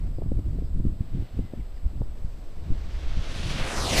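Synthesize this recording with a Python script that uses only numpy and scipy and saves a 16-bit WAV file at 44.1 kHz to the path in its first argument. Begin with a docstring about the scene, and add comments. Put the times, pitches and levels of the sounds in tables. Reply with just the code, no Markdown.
"""A glider comes in low over a runway and sweeps overhead: the rush of air over its wings swells and
brightens, and its reflection from the pavement cuts notches that sweep down as it nears.
Displaced air adds a low whoosh, and the airframe gives a few brief whistles.
Gusts rumble and pop on the microphone, over faint open-air hiss, far birds and a thin electrical whine."""
import sys
import numpy as np
from scipy import signal
from scipy.fft import rfft, irfft
from scipy.io import wavfile
from scipy.ndimage import uniform_filter1d

SR = 44100
rng = np.random.default_rng(int(sys.argv[2]) if len(sys.argv) > 2 else 0)


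def store_wav(level_fs):
    """Save 16-bit WAV to argv[1]."""
    pcm = np.round(np.clip(np.atleast_2d(level_fs), -1, 1) * 32767)
    wavfile.write(sys.argv[1], SR, pcm.T.astype(np.int16))


N = 176400
T = np.arange(N) / SR
FREQS = np.fft.rfftfreq(N, 1 / SR)


# swell and brightness of the rush (time [s], level [dB], treble tilt [dB per 10 kHz])
RUSH_SWELL = [(0, -58, -16), (.3, -63, -26), (.55, -63, -9), (.85, -67.5, -16), (1.05, -58, -15.5),
              (1.28, -56, -16.5), (1.55, -58.5, -16.5), (2.0, -61.5, -11), (2.3, -62, -2.5),
              (2.6, -57.5, -9.5), (2.85, -51, -9.5), (3.15, -44, -9.5), (3.35, -42.5, 0.5),
              (3.5, -38.5, 2.5), (3.64, -31.5, -3.5), (3.73, -31.5, 1.5), (3.85, -30.5, 4.5),
              (3.94, -26, 4), (4.0, -20.5, 4)]
# colour of the airflow close by (frequency [Hz], relative level [dB])
RUSH_COLOUR = [(60, -6), (250, -6), (650, 1), (880, -5), (1200, -3), (2300, -2.5), (3300, -3), (4300, -4.5),
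               (5200, -6.5), (6000, -7.5), (7000, -13), (10000, -18), (12500, -31), (15000, -39)]
# broad crest in the rush that sinks as the glider nears (time [s], centre [Hz], lift [dB])
RUSH_CREST = [(.7, 3200, -2), (1.25, 3450, 2.5), (2.2, 3500, -3), (3.5, 3500, 2.5), (3.62, 2900, 0.5),
              (3.68, 1430, -0.5), (3.8, 1120, 6.5), (3.87, 890, 8.5), (3.96, 465, 4)]

def wing_rush(crest_octaves=0.3, flutter_db=0.88, patchy_db=0):
    """Turbulent air over the wings swells and brightens, flanged by its bounce off the pavement."""
    framing = dict(fs=SR, nperseg=512, noverlap=384)
    hz, t, hiss = signal.stft(rng.standard_normal(N), **framing)
    hz = hz[:, None]
    level_db, tilt_db = curves(RUSH_SWELL, t)
    crest_hz, lift_db = curves(RUSH_CREST, t)
    crest_db = lift_db * bell(np.log2((hz + 1) / crest_hz), crest_octaves)
    patches = patchy_db * drift(hiss.shape, 14, 7)  # off at 0 dB, for a smooth rush
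    flutter = flutter_db * drift(len(t), 5)
    swell = amp(level_db + tilt_db * hz / 10000 + crest_db + patches + flutter)
    colour = unit(spectrum(RUSH_COLOUR, hz))
    return signal.istft(hiss * colour * swell * pavement_comb(hz, t), **framing)[1][:N]


# sweep of the lowest notch cut by the pavement reflection (time [s], frequency [Hz])
NOTCH_SWEEP = [(3.0, 40000), (3.5, 15000), (3.6, 8800), (3.67, 5800), (3.73, 4200), (3.79, 3150),
               (3.85, 2250), (3.91, 1650), (3.96, 1230), (4.0, 1020)]

def pavement_comb(hz, t, reflection=0.53, blur_hz=7100):
    """Comb gain of direct plus reflected sound; the size of the airframe blurs the high notches."""
    delay, = curves([(time, 0.5 / notch_hz) for time, notch_hz in NOTCH_SWEEP], t)
    echo = reflection * bell(hz, blur_hz)
    return abs(1 + echo * np.exp(-2j * np.pi * hz * delay)) / (1 + echo)


# swell of the displaced air (time [s], level [dB])
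WHOOSH_SWELL = [(0, -74), (3.2, -50.5), (3.68, -42), (3.82, -35.5), (3.92, -33), (4.0, -28)]
# its dark colour (frequency [Hz], relative level [dB])
WHOOSH_COLOUR = [(30, 2), (150, 7.5), (330, 6.5), (700, -1.5), (1100, -3.5), (1600, -17), (5000, -57)]

def whoosh():
    """Low body of the air pushed aside as the wings arrive."""
    level_db, = curves(WHOOSH_SWELL, T)
    return amp(level_db) * noise(WHOOSH_COLOUR)


# airframe whistles (start [s], length [s], first pitch [Hz], last pitch [Hz], level [dB], waver [Hz])
AIRFRAME_WHISTLES = [(1.11, 0.17, 2070, 2050, -73, 8), (1.395, 0.12, 2075, 2020, -67, 8),
                     (3.967, 0.043, 13600, 12900, -39, 203)]

def whistle(start, length, first_hz, last_hz, db, waver_hz):
    """A brief gliding whistle that fades in and out."""
    progress = np.clip((T - start) / length, 0, 1)
    fade = np.sqrt(abs(np.sin(np.pi * progress)))
    return amp(db) * fade * tone(first_hz + (last_hz - first_hz) * progress, waver_hz)


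# gusts on the microphone (time [s], rumble level [dB], buffeting level [dB])
GUSTS = [(0.0, -34.5, -39.5), (0.04, -23.5, -27), (0.13, -27, -40.5), (0.22, -31.5, -32),
         (0.3, -19.5, -33.5), (0.4, -47, -27.5), (0.43, -39, -40), (0.46, -26.5, -29), (0.63, -33, -33),
         (0.69, -27, -41), (0.79, -18, -27.5), (0.82, -28.5, -36), (0.86, -27, -24.5), (0.89, -22.5, -33),
         (0.92, -27, -28), (0.98, -33.5, -46), (1.0, -33.5, -37), (1.09, -31, -45), (1.15, -28.5, -29.5),
         (1.22, -23.5, -27), (1.28, -46, -55.5), (1.39, -28.5, -24.5), (1.45, -32, -35), (1.49, -42, -52),
         (1.6, -30.5, -32.5), (1.64, -31, -52), (1.82, -35, -48.5), (1.865, -17, -37.5), (1.91, -37, -44),
         (1.97, -26.5, -32), (2.19, -30, -48), (2.25, -24.5, -51), (2.37, -39, -44), (2.46, -31, -52),
         (2.68, -31, -35), (2.72, -19.5, -31), (2.81, -29, -45.5), (2.97, -28, -43.5), (3.2, -20, -36),
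         (3.22, -28, -45.5), (3.46, -31.5, -29.5), (3.53, -24.5, -34), (3.62, -25.5, -29.5),
         (3.72, -38, -47), (3.79, -25.5, -35), (3.92, -40, -35.5), (4.0, -16.5, -22)]
# sub-bass colour of the rumble (frequency [Hz], relative level [dB])
RUMBLE_COLOUR = [(30, 9), (48, -1.5), (68, 1), (100, -22), (200, -49), (2000, -110)]
# fuller colour of the buffeting (frequency [Hz], relative level [dB])
BUFFET_COLOUR = [(25, -7), (60, 2), (110, -1), (160, -7.5), (230, -13), (330, -18.5), (500, -40.5),
                 (900, -55), (6000, -112)]

def mic_wind(sputter_db=1.5):
    """Gusts hit the microphone with a deep rumble and faster, sputtering buffeting."""
    rumble_db, buffet_db = curves(GUSTS, T)
    rumble = amp(rumble_db) * steadied(noise(RUMBLE_COLOUR), size=6000)
    sputter = sputter_db * drift(N, 900)
    buffet = amp(buffet_db + sputter) * steadied(noise(BUFFET_COLOUR), size=1800)
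    return rumble + buffet


# single eddies striking the microphone (time [s], level [dB], half-width [s])
EDDY_POPS = [(.186, -22, 0.0011), (0.2209, -22.5, 0.00083), (0.262, -19.5, 0.0021), (0.319, -15.5, .0013),
             (.372, -14, 0.0055), (.391, -23.5, 0.0013), (0.587, -22.5, 0.0013), (0.623, -22.5, 0.0014),
             (0.646, -15.5, 0.0045), (0.801, -19.5, 0.0018), (.853, -12, 0.002), (.868, -15.5, 0.0022),
             (1.009, -15, 0.0028), (1.15, -19, 0.0022), (1.224, -21.5, 0.0022), (1.392, -18.5, 0.0014),
             (1.537, -22, 0.001), (2.012, -16, .0025), (2.018, -25, 0.00069), (2.249, -21, 0.0033),
             (2.705, -15.5, 0.0027), (2.719, -21, 0.002), (3.173, -21.5, 0.0025), (3.192, -17.5, 0.0039)]

def mic_pops(wake_gain=0.39, wake_half_widths=3.244, port_hz=576, port_q=2.7, ring_gain=0.55):
    """Each eddy pops, trails a weaker one in its wake and briefly rings the microphone port."""
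    pops = np.zeros(N)
    for time, db, width in EDDY_POPS:
        skew, wake_skew, lag = rng.random(3)
        wake_time = time + wake_half_widths * width * (0.5 + lag)
        pops += amp(db) * (eddy(time, width, skew) + wake_gain * eddy(wake_time, width, wake_skew))
    ring = signal.lfilter(*signal.iirpeak(port_hz, port_q, SR), pops)
    return pops + ring_gain * ring


def eddy(time, width, skew):
    """A lopsided pressure pulse; skew turns its shape from a bump into a swing and back."""
    return (np.exp(2j * np.pi * skew) / (1 - 1j * (T - time) / width) ** 2).real


# chirps of a far bird (start [s], first pitch [Hz], level [dB])
BIRD_CHIRPS = [(0.368, 2460, -68), (1.596, 2370, -62), (1.766, 2050, -63)]

def bird_chirp(start, hz, db, length_s=0.022, fall=0.16):
    """A tiny whistled call that drops in pitch."""
    return whistle(start, length_s, hz, hz * (1 - fall), db, waver_hz=30)


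# buzzy calls of a second far bird (start [s], level [dB])
BIRD_BUZZES = [(.14, -71), (.63, -68.5), (1.735, -70)]

def bird_buzz(start, db, length_s=0.065, centre_hz=4920, width_hz=340):
    """A short rasping call: a narrow band of noise that fades in and out."""
    progress = np.clip((T - start) / length_s, 0, 1)
    band = bell(FREQS - centre_hz, width_hz)
    rasp = unit(irfft(rfft(rng.standard_normal(N)) * band, N))
    return amp(db) * np.sin(np.pi * progress) * rasp


# colour of the open-air bed (frequency [Hz], relative level [dB])
AIR_COLOUR = [(50, 0), (330, 2.5), (660, 0.5), (850, -6.5), (1200, -10.5), (2000, -19.5), (5100, -18.5),
              (5800, -32.5), (6800, -26), (7800, -19), (9500, -29), (11500, -27.5), (13000, -29),
              (14200, -25.5), (15200, -31)]

def open_air(level_db=-55.5):
    """A faint, steady outdoor hiss under everything."""
    return amp(level_db) * noise(AIR_COLOUR)


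# partials of the electrical whine (pitch [Hz], level [dB], waver [Hz])
WHINE_PARTIALS = [(7868, -77, 22), (11989, -80, 3)]

def electrical_whine():
    """Two thin, high tones that waver slightly."""
    return sum(amp(db) * tone(hz, waver_hz) for hz, db, waver_hz in WHINE_PARTIALS)


# colour of the noise at the sides (frequency [Hz], relative level [dB])
SIDE_COLOUR = [(25, 12.5), (1500, -51.5), (7000, -32), (14000, -36.5)]

def side_noise(level_db=-58.5):
    """Faint noise that differs between the ears and adds a trace of width."""
    return amp(level_db) * noise(SIDE_COLOUR)


def amp(db):
    """Decibels to gain."""
    return 10 ** (np.asarray(db) / 20)


def unit(x):
    """Scales to rms 1."""
    return x / np.sqrt(np.mean(x ** 2) + 1e-20)


def bell(offset, width):
    """Gaussian curve of height 1."""
    return np.exp(-(offset / width) ** 2 / 2)


def spectrum(colour, hz):
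    """Gain of a colour table, read on a log-frequency axis."""
    points_hz, db = np.transpose(colour)
    return amp(np.interp(np.log(hz + 1), np.log(points_hz + 1), db))


def curves(rows, t):
    """Each control of a time table at times t."""
    times, *controls = np.transpose(rows)
    return [np.interp(t, times, control) for control in controls]


def noise(colour):
    """Steady noise of rms 1 with the given colour."""
    return unit(irfft(rfft(rng.standard_normal(N)) * spectrum(colour, FREQS), N))


def steadied(x, size):
    """Evens out the loudness of a noise over size samples."""
    power = uniform_filter1d(uniform_filter1d(x ** 2, size), size)
    return x / np.sqrt(abs(power) + 1e-9)


def drift(shape, *steps):
    """Random wander of rms 1, smoothed over the given number of steps on each axis."""
    wander = rng.standard_normal(shape)
    for axis, size in enumerate(steps):
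        wander = uniform_filter1d(wander, size, axis)
    return unit(wander)


def tone(hz, waver_hz):
    """A tone of rms 1 that wavers around a pitch curve."""
    pitch = hz + waver_hz * drift(N, 300)
    return unit(np.sin(2 * np.pi * np.cumsum(pitch) / SR))


def scene():
    """Glider, wind and background sit in the centre, with a trace of noise at the sides."""
    glider = wing_rush() + whoosh() + sum(whistle(*row) for row in AIRFRAME_WHISTLES)
    wind = mic_wind() + mic_pops()
    birds = sum(bird_chirp(*row) for row in BIRD_CHIRPS) + sum(bird_buzz(*row) for row in BIRD_BUZZES)
    mid = glider + wind + birds + open_air() + electrical_whine()
    side = side_noise()
    return np.array([mid + side, mid - side])


def record(dry, cutoff_hz=15250):
    """A steep low-pass trims the very top of the treble."""
    lowpass = signal.firwin(511, cutoff_hz, window=("kaiser", 9), fs=SR)
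    return signal.oaconvolve(dry, lowpass[None], "same")


dry = scene()
out = record(dry)
store_wav(out)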